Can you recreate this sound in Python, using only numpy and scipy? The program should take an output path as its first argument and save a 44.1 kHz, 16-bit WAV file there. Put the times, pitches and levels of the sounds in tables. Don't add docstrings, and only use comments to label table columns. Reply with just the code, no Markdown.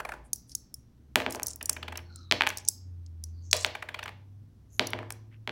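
import sys
import numpy as np
from scipy import signal
from scipy.fft import rfft, irfft
from scipy.io import wavfile

SR = 44100
rng = np.random.default_rng(int(sys.argv[2]) if len(sys.argv) > 2 else 0)


def wav_out(sig):
    wavfile.write(sys.argv[1], SR, np.round(np.clip(np.atleast_2d(sig).T, -1, 1) * 32767).astype(np.int16))


N = 242991

HUM_GLIDE = sum([ [(0.0, 49.4, -63), (0.106, 52.4, -55.5), (0.332, 59, -56.5), (0.626, 63.8, -63),
             (0.716, 65.4, -77), (1.12, 70.3, -56.5)], [(1.55, 77, -55), (1.948, 83.1, -45),
             (2.706, 94.93, -54.5), (2.908, 88.8, -41), (3.23, 80.25, -42.5), (3.51, 88.35, -41.5)],
             [(3.72, 91.8, -50.5), (3.764, 92.44, -56.5), (4.412, 99.6, -48.5), (4.546, 98.86, -60.5),
             (4.96, 104.5, -46), (5.51, 109.7, -50.5)], ], [])
# (frequency [Hz], relative density [dB per Hz])
AIR_SPECTRUM = [(20, -11), (32, -7), (45, -6.5), (65, 5), (90, -7), (120, 2.5), (170, -7.5), (260, -7.5),
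                (400, -19.5), (600, -28), (1200, -33), (2500, -39.5), (5200, -41), (5950, -40),
                (6800, -45.5), (16000, -47)]
# (frequency [Hz], relative density [dB per Hz], time to fall by 60 dB [s])
ROOM_DECAY = [(151.2, 15.5, 0.63), (580, 0, 0.56), (1190, 1.5, 0.2544), (2500, -1.5, 0.3417),
              (5000, -1, 0.38), (8700, 0, 0.18), (16200, 0, 0.22)]
# (start [s], end [s], level [dB], centre [Hz], width [Hz])
RUB_BANDS = [(0, .19, -70.5, 9700, 1600), (0.231, 0.295, -70, 9200, 2500), (0.461, .562, -65.5, 9800, 2400),
             (0.49, .55, -60, 5400, 1500), (1.296, 1.385, -55, 8000, 8100), (1.45, 1.55, -50, 7450, 3100),
             (2.08, 2.3, -69, 5500, 1506), (2.566, 2.628, -59.5, 6750, 2976),
             (2.642, 2.706, -61, 6066, 1555), (3.31, 3.48, -75.5, 4550, 450),
             (3.407, 3.529, -66.5, 6300, 1210), (3.529, 3.688, -47.5, 6800, 3511),
             (4.68, 4.817, -66.5, 6600, 900), (4.701, 4.817, -70.5, 11100, 2540),
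             (5.3, 5.381, -67.5, 2250, 1390)]
# (level [dB], first pitch [Hz], last pitch [Hz], width [Hz])
SQUEAK_BANDS = [(-68.3, 1560, 1150, 140), (-66, 4470, 3810, 260)]
# (time [s], level [dB], centre of the low modes [Hz], upper modes against low [dB])
COIN_CLINKS = [(0.3319, -20, 6300, -0.5), (0.359, -41, 7340, 2), (0.551, -23.5, 6500, -4),
               (0.7419, -33.5, 7100, -1), (1.307, -35.5, 6200, 1), (1.3239, -33, 5400, -1),
               (1.3566, -37.5, 6300, -8.5), (1.4315, -24, 7070, -2.5), (1.4684, -25, 6260, 1),
               (1.4827, -34, 6316, 2), (1.559, -37, 7900, 8.5), (1.6275, -32.5, 7600, 3),
               (1.6572, -27, 8220, -4), (1.695, -16.5, 7900, -6), (1.7297, -33, 6200, -2),
               (1.9739, -32.5, 4435, -2), (2.159, -41.5, 5270, -9), (2.4897, -31, 6300, -6),
               (2.5725, -30.5, 6050, -3.5), (2.5831, -36, 4714, -10.5), (2.678, -32, 6410, -23.5),
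               (2.6859, -13.5, 7130, -3), (3.0628, -53.5, 4600, -32), (3.2388, -34, 6540, -6.5),
               (3.5128, -27, 6000, -19), (3.566, -28.5, 6270, -7.5), (4.038, -44.5, 5670, -8),
               (4.8706, -29.5, 4490, -4), (4.904, -41.5, 5630, 8), (5.1044, -36, 7630, 0),
               (5.1227, -37, 7550, -1.5)]
# (frequency [Hz], level [dB], fall by 60 dB [s])
COIN_MODES = [(4905, -2, .006), (5400, -7, 0.021), (5760, -0.5, 0.018), (6360, 4, .007),
              (7210, -1.5, 0.008), (7880, -2.5, 0.0052), (8770, -2, 0.005), (9640, 5, 0.0049),
              (10350, -3, 0.016), (11770, -4.5, .005), (13780, -10.5, 0.0035), (14600, -8, .006),
              (15500, -16.5, .006)]
# (frequency [Hz], relative level [dB], time to fall by 60 dB [s])
TABLE_MODES = [(95.6, -10.5, 0.44), (119.7, -3.5, .35), (206, -5.5, 0.3), (246, 2, 0.1),
               (264.6, -2.5, 0.37), (300.5, -4.5, 0.37), (346.7, -9, 1), (381, 0, 0.16),
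               (439.4, -0.5, 0.13), (465.7, -9, 0.48), (511, -4.5, 0.31), (598, -2, 0.35), (630.3, -1, 0.3),
               (692.4, 0, 0.21), (749, -6.5, 0.41), (831, 0, 0.16), (946, -2.5, 0.15), (1005, -11, 0.47)]
# (frequency [Hz], width [Hz], lift [dB])
IMPACT_RESONANCES = [(858.6, 120, 7), (1610, 180, 2.5), (2366, 500, 3.5), (3400, 170, 4), (4322, 500, 2)]
# (start [s], end [s])
STIFF_LANDINGS = [(-.1, .25), (3.4, 4.2)]
# (time [s], level [dB], pitch [Hz], edge tick [dB], boom drive before the common trim [dB])
TABLE_KNOCKS = [(1.1574, -12.5, 2250, -12, -2), (1.2023, -27.5, 2000, -20, 6), (1.2194, -33, 1905, -24, -1),
                (1.2635, -23, 2073, -30.5, 5), (1.3484, -33.5, 1452, -9, 10),
                (1.3976, -33.5, 1600, -16.5, -5.5), (1.4216, -41.5, 1500, -16.5, 7.5),
                (2.3125, -15.5, 3315, -42, -1.5), (2.3226, -15, 2892, -19, -11),
                (2.4085, -14.5, 1920, -35, -11.5), (2.4203, -17.5, 2300, -27, -13.5),
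                (2.4355, -25.5, 1780, -27.5, -8), (2.4673, -21.5, 2020, -23, -9),
                (2.4721, -18, 2080, -16.5, -17.5), (2.503, -29, 2100, -14, -16),
                (3.5297, -13.5, 3500, -25.5, -4.5), (3.5315, -15, 5900, -25.5, -7),
                (3.647, -16.5, 2800, -18.5, -4), (4.795, -14.5, 2912, -21.5, -0.5),
                (4.9333, -24, 2180, -30.5, 2), (4.9891, -34.5, 1801, -27, 9),
                (5.0296, -40.5, 1310, -32.5, -16), (5.1054, -34.5, 1694, -9.5, -6.5),
                (5.4753, -27.5, 2293, -26.5, 3), (5.4937, -29.5, 2350, -32.5, -5)]
# (first contact [s], first gap [s],
# each gap shorter by [s], level before spread and fade [dB], pitch before spread [Hz],
# boom drive before the common trim [dB])
SETTLING_COINS = [(.001, 0.051, 0.011, -29, 1333, -1.5), (1.612, .0828, .0101, -33, 1930, -2),
                  (3.7531, .0728, .0087, -29, 1942, -3.5)]

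FRAME = 2048
BLOW_S = .003
AIR_DB = -57
CUT_HZ = 15900
SQUEAK_START_S, SQUEAK_END_S = 2.01, 2.36
SNAGS_PER_S, SNAG_DB, SNAG_SPREAD_DB = 37, 10.5, 5
FIRM_RUB_DB = -63
DETUNE = .025
WOBBLE_FADE_S, WOBBLE_REST_S = 0.035, .009
WOBBLE_CONTACT_S, WOBBLE_TICK_DB = 0.0047, -21.5
WOBBLE_SPREAD_DB, WOBBLE_PITCH_SPREAD = 1.2, .11


def undb(db):
    return 10 ** (np.asarray(db) / 20)


def unit(x):
    return x / np.sqrt(np.sum(x ** 2))


def blow(x, db):
    return unit(x) * undb(db) * np.sqrt(BLOW_S * SR)


def add(track, s, x):
    i = max(0, int(round(s * SR)))
    track[i:i + len(x)] += x[:max(0, len(track) - i)]


def on_log(f, hz, values):
    return np.interp(np.log(f + 1), np.log(hz), values)


def decay(t, t60):
    return np.exp(-np.log(1000) * t / t60)


def causal(gain):
    cepstrum = irfft(np.log(gain + 1e-5))
    cepstrum[1:len(gain) - 1] *= 2
    cepstrum[len(gain):] = 0
    return irfft(np.exp(rfft(cepstrum)))


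def background(waver_db=1):
    t = np.arange(N) / SR
    s, hz, db = np.transpose(HUM_GLIDE)
    waver = np.interp(t, np.linspace(0, t[-1], 60), rng.standard_normal(60))
    level_db = np.interp(t, s, db) + waver_db * waver
    cycles = np.cumsum(np.interp(t, s, hz)) / SR
    hum = np.sqrt(2) * undb(level_db) * np.sin(2 * np.pi * cycles)
    gain = undb(on_log(np.fft.rfftfreq(N, 1 / SR), *np.transpose(AIR_SPECTRUM)))
    air = irfft(rfft(rng.standard_normal(N)) * gain, N)
    return hum + unit(air) * np.sqrt(N) * undb(AIR_DB)


def room(x, gap_s=0.0039, early_s=.03, lumpy_db=4):
    t, f = np.arange(SR) / SR, np.fft.rfftfreq(SR, 1 / SR)
    hz, db, fall_s = np.transpose(ROOM_DECAY)
    lumps_db = lumpy_db * rng.standard_normal(SR) * np.exp(-t / early_s)
    noise = rng.standard_normal(SR) * undb(lumps_db)
    spectrum = rfft(noise) * undb(on_log(f, hz, db))
    fades = np.exp(-np.log(1000) * (t / fall_s[:, None]) ** 1.25)
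    shares = np.eye(len(hz))
    tail = sum(irfft(spectrum * on_log(f, hz, share), SR) * fade for share, fade in zip(shares, fades))
    onset = 1 - np.exp(-(t / gap_s) ** 2)
    return signal.fftconvolve(x, unit(tail * onset))[:N]


def rubs(grain_db=4, sag=.03, fade=1.0):
    out = np.zeros(N)
    moves = [(start, end, db, hz * (1 + sag), hz * (1 - sag), width_hz)
             for start, end, db, hz, width_hz in RUB_BANDS]
    moves += [(SQUEAK_START_S, SQUEAK_END_S, *band) for band in SQUEAK_BANDS]
    for start, end, db, first_hz, last_hz, width_hz in moves:
        n = max(FRAME // 4, int((end - start) * SR))
        catch = np.repeat(rng.standard_normal(n), 64)[:n]
        noise = rng.standard_normal(n) + 1j * rng.standard_normal(n)
        slips = noise * undb(grain_db * catch)
        lowpass = signal.butter(2, width_hz / 2, fs=SR, output="sos")
        band = signal.sosfilt(lowpass, slips)
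        cycles = np.cumsum(np.linspace(first_hz, last_hz, n)) / SR
        tone = np.real(band * np.exp(2j * np.pi * cycles))
        swell = np.abs(np.hanning(n)) ** fade
        add(out, start, unit(tone * swell) * np.sqrt(n) * undb(db))
    return out


def snags(treble_db=-16):
    rows = []
    for start, end, db, hz, _ in RUB_BANDS:
        chance = zip(rng.random(10), rng.standard_normal(10))
        for k, (place, size) in enumerate(chance):
            s = start + (k + place) / SNAGS_PER_S
            if s < end and db > FIRM_RUB_DB:
                rows.append((s, db + SNAG_DB + SNAG_SPREAD_DB * size, hz, treble_db))
    return rows


def clink(hz, treble_db, chatter, scatter_db, chatter_s=0.0027, crack=2.7, edge_share=.7, focus=0.61):
    t, f = np.arange(FRAME) / SR, np.fft.rfftfreq(FRAME, 1 / SR) + 1
    push = chatter * rng.standard_normal(FRAME) * np.exp(-(t / chatter_s) ** 3)
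    push[0] = 1
    ring = np.zeros(FRAME)
    for (mode_hz, db, t60), (a, b) in zip(COIN_MODES, rng.standard_normal((len(COIN_MODES), 2))):
        tone = np.cos(2 * np.pi * mode_hz * (1 + DETUNE * b) * t)
        ring += undb(db + scatter_db * a) * tone * decay(t, t60)
    sound = rfft(push) * (rfft(ring) + crack)
    low = np.exp(-(np.log(f / hz) / focus) ** 2 / 2) / (1 + (f / 8800) ** 12)
    high = 1 / (1 + (8500 / f) ** 12)
    low = low / np.linalg.norm(low * sound)
    high = high / np.linalg.norm(high * sound)
    bass_cut = np.sqrt(1 + (edge_share * hz / f) ** 6)
    colour = (low + undb(treble_db) * high) / bass_cut
    return irfft(sound * rfft(causal(colour / colour.max() + 0.0078)))


def stack(clinks, chatter, scatter_db):
    out = np.zeros(N)
    for s, db, hz, treble_db in clinks:
        add(out, s, blow(clink(hz, treble_db, chatter, scatter_db), db))
    return out


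def tabletop(pushes, deep_pushes, deep_hz=420, grain_db=-7, grain_t60=0.51, rise_s=0.0012):
    t = np.arange(SR) / SR
    ring = sum(undb(db) * np.sin(2 * np.pi * (hz * t + rng.random())) * decay(t, t60)
               for hz, db, t60 in TABLE_MODES)
    wash_band = signal.butter(2, [260, 1100], "band", fs=SR, output="sos")
    wash = signal.sosfilt(wash_band, rng.standard_normal(SR)) * decay(t, grain_t60)
    rise = 1 - np.exp(-t / rise_s)
    body = unit((unit(ring) + undb(grain_db) * unit(wash)) * rise)
    deep = signal.sosfiltfilt(signal.butter(4, deep_hz, fs=SR, output="sos"), body)
    upper_boom = signal.fftconvolve(pushes, body - deep)
    deep_boom = signal.fftconvolve(deep_pushes, deep)
    return (upper_boom + deep_boom)[:N]


def knock(hz, tick_db, low_share=0.5, high_share=1.457, tick_hz=10000, echo_s=.0012, echo=.16, lag_s=.0006):
    f = np.fft.rfftfreq(FRAME, 1 / SR) + 1
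    contact = 1 / (1 + (f / (high_share * hz)) ** 9)
    tick = undb(tick_db) ** 2 / (1 + (f / tick_hz) ** 4)
    board = undb(sum(db / (1 + (2 * (f - centre) / width) ** 2) for centre, width, db in IMPACT_RESONANCES))
    bass_cut = 1 + (low_share * hz / f) ** 5
    pulse = causal(board * np.sqrt((contact + tick) / bass_cut))
    bending = np.exp(-4j * np.pi * lag_s * np.sqrt(1000 * f))
    pulse = irfft(rfft(pulse) * bending)[:FRAME // 2]
    out = pulse.copy()
    for lag, size in zip(rng.uniform(.4, 1.6, 3), rng.normal(0, 1, 3)):
        add(out, echo_s * lag, echo * size * pulse)
    return out


def rocking(length_s, grit=0.2):
    t = np.arange(FRAME // 4) / SR - BLOW_S
    push = grit * rng.standard_normal(len(t)) * np.exp(-(t / length_s) ** 2)
    push[int(BLOW_S * SR)] = 2
    return push


def wobbles():
    rows = []
    for s, gap_s, shrink_s, db, hz, body_db in SETTLING_COINS:
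        fade_db = 0
        for size, colour in rng.standard_normal((20, 2)):
            level_db = db + fade_db + WOBBLE_SPREAD_DB * size
            pitch_hz = hz * np.exp(WOBBLE_PITCH_SPREAD * colour)
            rows.append((s, level_db, pitch_hz, WOBBLE_TICK_DB, body_db))
            if gap_s < WOBBLE_REST_S:
                break
            fade_db = 20 * np.log10(np.tanh(gap_s / WOBBLE_FADE_S))
            s, gap_s = s + gap_s, gap_s - shrink_s
    return rows


def drops(boom_db=-5, stiff_db=-11):
    near, plain, pushes, deep_pushes = np.zeros((4, N))
    for rows, rocks in ((TABLE_KNOCKS, False), (wobbles(), True)):
        for s, db, hz, tick_db, body_db in rows:
            sound, lead = knock(hz, tick_db), 0
            add(plain, s, blow(sound, db))
            if rocks:
                sound, lead = np.convolve(sound, rocking(WOBBLE_CONTACT_S)), BLOW_S
            add(near, s - lead, blow(sound, db))
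            push = blow(np.ones(1), db + body_db + boom_db)
            stiff = any(start <= s < end for start, end in STIFF_LANDINGS)
            add(pushes, s, push)
            add(deep_pushes, s, push * undb(stiff_db * stiff))
    return near, plain, tabletop(pushes, deep_pushes)


def scene(table_room_db=-10, hand_room_db=-17):
    knocks, plain_knocks, boom = drops()
    rubbing = rubs()
    touches = list(COIN_CLINKS) + snags()
    clinks = stack(touches, chatter=0.22, scatter_db=3.5)
    plain_clinks = stack(touches, chatter=0, scatter_db=3.5)
    to_room = undb(table_room_db) * plain_knocks + undb(hand_room_db) * (plain_clinks + rubbing)
    return (knocks + boom + clinks + rubbing + room(to_room) + background())[None]


def record(dry):
    return signal.sosfilt(signal.ellip(8, .2, 70, CUT_HZ, fs=SR, output="sos"), dry)


dry = scene()
out = record(dry)
wav_out(out)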